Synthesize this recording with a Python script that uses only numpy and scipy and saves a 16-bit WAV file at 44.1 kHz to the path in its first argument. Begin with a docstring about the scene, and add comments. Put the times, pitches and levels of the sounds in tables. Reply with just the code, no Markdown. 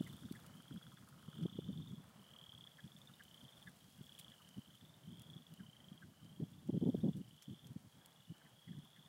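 """Marsh pond in spring

Small frogs trill: each call is a comb of pulses ringing the vocal sac, and it rises, swells and slows.
Farther off, bigger frogs snore and cluck; reeds and woods scatter the calls into diffuse echoes.
Turbulent puffs of wind buffet the microphone, and dry grass ticks close by over a faint hiss."""
import sys
import numpy as np
from scipy import signal
from scipy.fft import rfft, irfft, next_fast_len
from scipy.io import wavfile
from scipy.ndimage import map_coordinates

SR = 44100
rng = np.random.default_rng(int(sys.argv[2]) if len(sys.argv) > 2 else 0)


def materialize(psi):
    """Save the field psi as 16-bit PCM at rate SR to the path in sys.argv[1].

    A 1-D psi becomes a single channel; in a 2-D psi each row is a channel.
    """
    bounded = np.clip(np.atleast_2d(psi).T, -1, 1)
    quanta = np.round(bounded * 32767).astype(np.int16)
    wavfile.write(sys.argv[1], SR, quanta)


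N = 400428

# small frogs: (start [s], length [s], first pitch [Hz], last pitch [Hz], nominal last gap [s],
# nominal final level [dB])
TRILL_CALLS = [(-.294, .4, 2780, 3030, .0265, -63), (-.111, .52, 3000, 3460, .037, -63),
               (-.218, .518, 3360, 3610, .042, -62), (.424, .547, 3030, 3370, .046, -59.5),
               (.428, .4, 2940, 3370, .049, -63), (1.164, .409, 3140, 3290, .036, -57),
               (1.204, .395, 3430, 3480, .0325, -57.5), (1.205, .67, 3100, 3580, .0455, -57.5),
               (1.234, .465, 3000, 3090, .035, -66), (1.501, .456, 2950, 3380, .046, -62),
               (1.684, .371, 3290, 3480, .04, -69), (2.148, .525, 3070, 3390, .03, -53.5),
               (2.197, .521, 2940, 3330, .0455, -62), (2.679, .46, 3120, 3640, .0555, -58),
               (3.088, .539, 2920, 3340, .044, -58), (3.2, .474, 3380, 3540, .05, -61),
               (3.738, .344, 3150, 3400, .046, -69), (3.94, .38, 3300, 3340, .034, -54.5),
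               (3.935, .54, 2870, 3110, .0425, -60.5), (4.284, .468, 2930, 3130, .044, -65),
               (4.54, .402, 3140, 3600, .042, -63.5), (4.94, .427, 2980, 3410, .0325, -60),
               (5.01, .458, 3420, 3390, .0425, -61), (5.438, .54, 2880, 3280, .042, -59.5),
               (6.116, .471, 2940, 3490, .0455, -68.5), (6.619, .394, 3020, 3630, .056, -63),
               (6.678, .455, 2970, 3430, .042, -64.5), (7.074, .572, 2940, 3270, .0455, -58.5),
               (7.268, .36, 3300, 3530, .034, -65), (7.818, .435, 3160, 3480, .044, -64),
               (8.151, .566, 2920, 3320, .031, -66), (8.542, .51, 3310, 3540, .034, -65),
               (8.646, .416, 3000, 3460, .0315, -60)]
# bigger frogs: (start [s], length [s], pitch [Hz], nominal gap [s], pulse level [dB])
SNORE_CALLS = [(.022, .897, 1370, .0527, -60.5), (.973, .51, 1350, .051, -61),
               (.93, .69, 1250, .0525, -64.5), (1.678, .972, 1185, .0605, -64.5)]
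# nearer clucks: (time [s], nominal level [dB], pitch [Hz])
NEAR_CLUCKS = [(.058, -59, 1950), (0.343, -59.5, 1768), (2.776, -59.5, 1730), (3.079, -65, 1413),
               (3.191, -57, 1690), (3.662, -56, 1697), (4.255, -70, 1295), (4.39, -67, 1255),
               (5.588, -64.5, 1600), (5.625, -70, 1010), (6.013, -60, 1575), (8.342, -70, 1416),
               (8.4, -70, 1570), (8.448, -66, 1805), (8.67, -67, 1900), (8.715, -71, 1736),
               (8.845, -69, 992), (8.953, -66.5, 1800)]
# main puffs of wind: (time [s], length [s], level [dB])
MAIN_PUFFS = [(.007, 0.0084, -34), (.232, 0.034, -51), (.309, 0.0085, -41.5), (.703, 0.079, -50),
              (1.283, .008, -45.5), (1.387, 0.059, -42), (1.45, 0.011, -35), (1.552, 0.011, -49.5),
              (1.587, 0.0077, -37), (1.615, .05, -52.5), (1.688, .02, -41.5), (1.779, 0.036, -47),
              (1.907, 0.042, -48), (2.842, .03, -53.5), (4.006, .012, -49), (4.565, 0.029, -47.5),
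              (5.074, 0.074, -52.5), (5.36, 0.0098, -49), (5.601, 0.0126, -53), (5.917, 0.012, -50),
              (6.399, .022, -44), (6.422, .019, -38.5), (6.687, 0.018, -35.5), (6.728, .053, -36.5),
              (6.813, 0.032, -35.5), (6.854, 0.051, -33.5), (6.944, .012, -34), (7.028, 0.07, -34.5),
              (7.149, .07, -46), (7.478, 0.066, -49.5), (7.758, 0.014, -44), (8.298, 0.027, -48.5),
              (8.673, 0.13, -51.5)]
# dry stalks: (time [s], nominal level [dB], 60 dB decay time [s], treble peak [Hz])
STALK_SNAPS = [(.091, -54, 0.013, 9000), (0.323, -41.5, 0.013, 9400), (.463, -50.5, 0.02, 9000),
               (1.087, -52.5, .02, 9600), (1.224, -56, .015, 10000), (1.426, -54.5, 0.027, 5500),
               (3.235, -54, 0.028, 10000), (3.842, -52, .015, 4500), (4.188, -49.5, 0.058, 9500),
               (4.195, -45.5, 0.028, 9600), (4.489, -43.5, 0.0086, 5900), (5.195, -48, .013, 10000),
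               (5.218, -46, 0.015, 10600), (5.538, -49, 0.014, 10000), (6.244, -55, 0.017, 5000),
               (7.165, -63, .12, 10000), (7.421, -52.5, 0.063, 6600), (7.668, -51, 0.027, 6900),
               (8.059, -46.5, 0.014, 9600)]

# slow envelopes: (time [s], nominal level [dB])
BREEZE_ENVELOPE = [(0.0, -56), (0.66, -69), (1.16, -66), (1.54, -56), (1.77, -52.5), (2.22, -72),
                   (3.84, -68), (4.37, -72), (5.31, -65), (6.07, -66), (6.73, -59.5), (6.9, -44),
                   (7.05, -54), (7.23, -64), (7.46, -82.5), (7.69, -57.5), (7.94, -74.5), (9.08, -74.5)]
MURMUR_ENVELOPE = [(0, -70.5), (.7, -73), (2.1, -75), (3.5, -73.5), (5, -75.5), (9.08, -75)]
HISS_ENVELOPE = [(0.0, -71.5), (0.78, -74.5), (2.02, -76), (4.17, -73.5), (4.9, -76), (6.55, -77),
                 (6.98, -76), (7.21, -76.5), (9.08, -76.5)]

# spectra: (frequency [Hz], relative spectral level [dB])
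CHORUS_SPECTRUM = [(2300, -34), (2750, -3), (3000, 2.5), (3300, 2.5), (3550, -9.5), (3850, -5), (4600, -55)]
MURMUR_SPECTRUM = [(100, -19), (300, -3.5), (600, 1.5), (1000, -1.5), (1400, -3.5), (1750, -5), (2300, -10),
                   (4000, -25.5), (9000, -34)]
HISS_SPECTRUM = [(800, -12), (2300, -3.5), (4500, 0.5), (6800, -1.5), (9800, -2), (12000, -3.5),
                 (15700, -6)]
STALK_SPECTRUM = [(1000, -27), (3000, -2), (6000, -8), (9500, -0.5), (12000, -7.5), (16000, -4),
                  (30000, -29)]
RUMBLE_SPECTRUM = [(25, -49), (50, -20.5), (90, -6.5), (150, 1.5), (230, -5), (350, -17.5), (600, -33),
                   (1200, -52.5)]
PUFF_SPECTRUM = [(25, -74), (60, -33.5), (110, -10), (170, 3.5), (250, -0.5), (350, -8.5), (500, -19.5),
                 (700, -32), (1000, -44), (1600, -87)]

# reverberation of the reeds and the tree line: (frequency [Hz], 60 dB decay time [s])
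REED_DECAY = [(300, 0.14), (3000, 0.023), (10000, 0.033)]
WOODS_DECAY = [(300, 0.38), (3000, 0.41), (10000, 0.12)]


def amp(db):
    """Amplitude grows tenfold for every 20 dB."""
    return 10 ** (np.asarray(db) / 20)


def unit(x):
    """Normalisation to an rms of 1."""
    return x / np.sqrt(np.mean(x ** 2) + 1e-20)


def along(points, hz):
    """Interpolation on a logarithmic frequency axis."""
    frequencies, values = np.transpose(points)
    return np.interp(np.log(hz + 1), np.log(frequencies + 1), values)


def envelope(points):
    """Linear interpolation in time, one level per sample."""
    return np.interp(np.arange(N) / SR, *np.transpose(points))


def wobble(rate):
    """Smooth random modulation: a spline through `rate` knots a second."""
    knots = rng.standard_normal(int(N * rate / SR) + 4)
    return map_coordinates(knots, [np.arange(N) * rate / SR])


def filtered(x, response):
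    """Zero-phase filtering: the spectrum is multiplied by a frequency response."""
    size = next_fast_len(len(x) + 8192)
    return irfft(rfft(x, size) * response(np.fft.rfftfreq(size, 1 / SR)), size)[:len(x)]


def noise(spectrum):
    """Spectral shaping turns white noise into coloured noise of rms 1."""
    return unit(filtered(rng.standard_normal(N), lambda hz: amp(along(spectrum, hz))))


def add(track, start, sound):
    """Superposition: a sound adds to the track from `start` seconds on."""
    at = round(start * SR)
    part = sound[max(-at, 0):max(len(track) - at, 0)]
    track[max(at, 0):][:len(part)] += part


def echo(x, decay):
    """Diffuse reverberation: convolution with noise in which each frequency decays at its own rate."""
    longest = min(.5, max(t60 for _, t60 in decay))
    white = rng.standard_normal(SR // 2)[:int(longest * SR)]
    hz, t, bands = signal.stft(white, SR, nperseg=256)
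    tail = signal.istft(bands * amp(-60 * t / along(decay, hz)[:, None]), SR, nperseg=256)[1]
    return signal.fftconvolve(x, tail / np.sqrt(np.sum(tail ** 2)))[:len(x)]


def sac_pulses(length, pitches, gaps, rise, scatter_db, detune, swell_db=0, sag=.018):
    """Impulse excitation: each pulse rings the vocal sac; pitch and gap glide from first to last."""
    count = max(2, round(length / np.mean(gaps)))
    slowing = np.linspace(0, 1, count) ** 2.2  # most of the change comes late
    beats = np.r_[0, np.cumsum(np.interp(slowing, [0, 1], gaps))]
    onsets = length * beats / beats[-1]
    t = np.arange(SR // 50) / SR
    ring = (t / rise * np.exp(1 - t / rise)) ** 2
    bend = 1 + sag * (np.exp(-t / rise) - .5)  # the pitch drops as the sac relaxes
    chance = rng.standard_normal(size=(64, 2))
    call = np.zeros(SR)
    for onset, progress, (size, tune) in zip(onsets, np.linspace(0, 1, count + 1), chance):
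        hz = np.interp(progress, [0, 1], pitches) * (1 + detune * tune)
        level = amp(scatter_db * size - swell_db * (1 - progress) ** 2)
        tone = np.sin(2 * np.pi * hz * np.cumsum(bend) / SR)
        add(call, onset, np.sqrt(2) * level * ring * tone)
    return call


def trills(middle_db=-60, blur=.2, wetter=.6, fill_s=.14):
    """Scattering by reeds and woods: a fainter, farther trill has blurred pulses and more echo."""
    track = np.zeros(N)
    for start, length, first_hz, last_hz, last_gap, db in TRILL_CALLS:
        distance_db = middle_db - db  # how much fainter than a frog at middle distance
        rise = .0018 * amp(blur * distance_db)
        gaps = .017 + .17 * last_gap, last_gap
        call = sac_pulses(length, (first_hz, last_hz), gaps, rise,
                          scatter_db=1.3, detune=.004, swell_db=9.5 - .7 * distance_db)
        sac_filling = np.interp(np.arange(len(call)) / SR, [0, fill_s], [.5, 1])
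        voice = amp(db + .3) * call * sac_filling
        direct = amp(-blur * distance_db) * voice
        scattered = amp(-4.5) * echo(voice, REED_DECAY) + amp(-8) * echo(voice, WOODS_DECAY)
        add(track, start - rise, direct + amp(wetter * distance_db) * scattered)
    return track


def far_chorus(level_db=-80.5, flicker_db=3):
    """Incoherent summation: the most distant trills merge into a flickering band of noise."""
    return amp(level_db) * unit(noise(CHORUS_SPECTRUM) * amp(flicker_db * wobble(130)))


def air():
    """Broadband ambient noise: the wavering murmur of the far woods and a thin hiss."""
    murmur = amp(envelope(MURMUR_ENVELOPE) + 1.8 * wobble(6.3)) * noise(MURMUR_SPECTRUM)
    hiss = amp(envelope(HISS_ENVELOPE) + 1.17) * noise(HISS_SPECTRUM)
    return murmur + hiss


def rustle(level_db=-83, grains_per_s=170, spread_db=4, grain_s=.00039, follow=2.6):
    """Shot noise: dry blades crackle in tiny random bursts, louder as the hiss of the air swells."""
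    hiss_db = envelope(HISS_ENVELOPE)
    swell_db = follow * (hiss_db - np.median(hiss_db))
    sizes = amp(spread_db * np.clip(rng.standard_normal(N), -2, 2))
    impulses = (rng.random(N) < grains_per_s / SR) * sizes
    grains = signal.lfilter([1], [1, -np.exp(-1 / (grain_s * SR))], impulses)
    crackle = filtered(grains * rng.standard_normal(N), lambda hz: amp(along(STALK_SPECTRUM, hz)))
    return amp(level_db + swell_db) * unit(crackle)


def wind(rumble_db=-64, follow=.89, lump_db=4, lesser_top_db=-52, count=45, lead_s=.02):
    """Turbulence at the microphone: hard puffs, with a rumble and lesser puffs that follow the breeze."""
    breeze_db = envelope(BREEZE_ENVELOPE)
    rumble = unit(noise(RUMBLE_SPECTRUM) * amp(lump_db * wobble(35)))
    track = amp(rumble_db + follow * (breeze_db - breeze_db.mean())) * rumble
    lesser = []
    for slot, (when, span, weakness) in enumerate(rng.random((count, 3))):
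        at = int((slot + when) / count * N)
        db = breeze_db[at] + 11 - 3 * weakness
        lesser.append((at / SR, .014 * (.5 + span), min(db, lesser_top_db)))
    for start, length, db in MAIN_PUFFS + lesser:
        add(track, start - lead_s, puff(length, db, lead_s))
    return track


def puff(length, db, lead_s, reference_db=-39.5, octaves_per_db=.014):
    """Eddy size sets frequency: a harder puff sheds smaller eddies, so its spectrum reaches higher."""
    t = np.arange(SR // 5) / SR - lead_s  # the lead-in leaves room for the filter's spread
    excess_db = db - reference_db
    corner_hz = 200 * 2 ** (octaves_per_db * excess_db)
    tilt_db_per_octave = .48 * excess_db

    def response(hz):
        octaves_above = np.log2(np.maximum(hz / corner_hz, 1))
        return amp(along(PUFF_SPECTRUM, hz * 215 / corner_hz) + tilt_db_per_octave * octaves_above)

    gate = (t > .002) & (t < max(length - .002, .005))
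    pressure = filtered(rng.standard_normal(len(t)) * gate, response)
    return amp(db) * pressure * np.sqrt(length * SR / np.sum(pressure ** 2))


def snores():
    """Periodic excitation: bigger frogs knock in slow, even, woody pulses, softened by the reeds."""
    track = np.zeros(N)
    for start, length, hz, gap, db in SNORE_CALLS:
        call = sac_pulses(length, (hz, hz), (gap, gap), rise=.00115, scatter_db=1, detune=.035)
        add(track, start, amp(db) * call)
    return track + amp(-5) * echo(track, REED_DECAY)


def clucks(length=.032, fall=.26, flutter_hz=210, hoarseness=.42, far_db=-76, count=80):
    """Amplitude modulation: fluttering vocal folds roughen short falling notes, near and far."""
    track, t = np.zeros(N), np.arange(SR // 20) / SR
    progress = np.minimum(t / length, 1)
    arch = np.sin(np.pi * progress) ** 2
    glide = 1 + fall * (.5 - progress)
    far = [(when * N / SR, far_db + 4 * (size - .5), 900 + 1050 * pitch)
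           for when, size, pitch in rng.random((count, 3))]
    for start, db, hz in NEAR_CLUCKS + far:
        tone = np.sin(2 * np.pi * np.cumsum(hz * glide) / SR)
        rasp = unit(filtered(rng.standard_normal(len(t)), lambda f: 1 / (1 + ((f - hz) / 390) ** 4)))
        flutter = 1 + .55 * np.sin(2 * np.pi * (flutter_hz * t + rng.random()))
        add(track, start, .87 * amp(db) * arch * flutter * (tone + hoarseness * rasp))
    return track + amp(-9) * echo(track, REED_DECAY)


def grass_snaps(tick_db=-61, rise_s=.00095, count=45):
    """Damped transients: dry stalks snap and tick in decaying noise, each with its own brightness."""
    track, t = np.zeros(N), np.arange(SR // 10) / SR
    attack = 1 - np.exp(-t / rise_s)
    ticks = [(when * N / SR, tick_db + 7 * (size - .5), .02, 5000 + 6000 * brightness)
             for when, size, brightness in rng.random((count, 3))]
    for start, db, t60, peak_hz in STALK_SNAPS + ticks:
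        burst = 1.54 * amp(db - 60 * t / t60) * attack * rng.standard_normal(len(t))
        snap = filtered(burst, lambda hz: amp(along(STALK_SPECTRUM, hz * 9500 / peak_hz)))
        add(track, start, snap)
    return track


def scene():
    """Superposition in one channel: frogs across the water, wind and grass close by, ambient air."""
    frogs = trills() + snores() + clucks() + far_chorus()
    return (frogs + wind() + grass_snaps() + rustle() + air())[None]


def record(dry, top_hz=15800):
    """Band limiting: an ideal low-pass filter removes the highest treble."""
    return filtered(dry[0], lambda hz: hz < top_hz)[None]


dry = scene()
out = record(dry)
materialize(out)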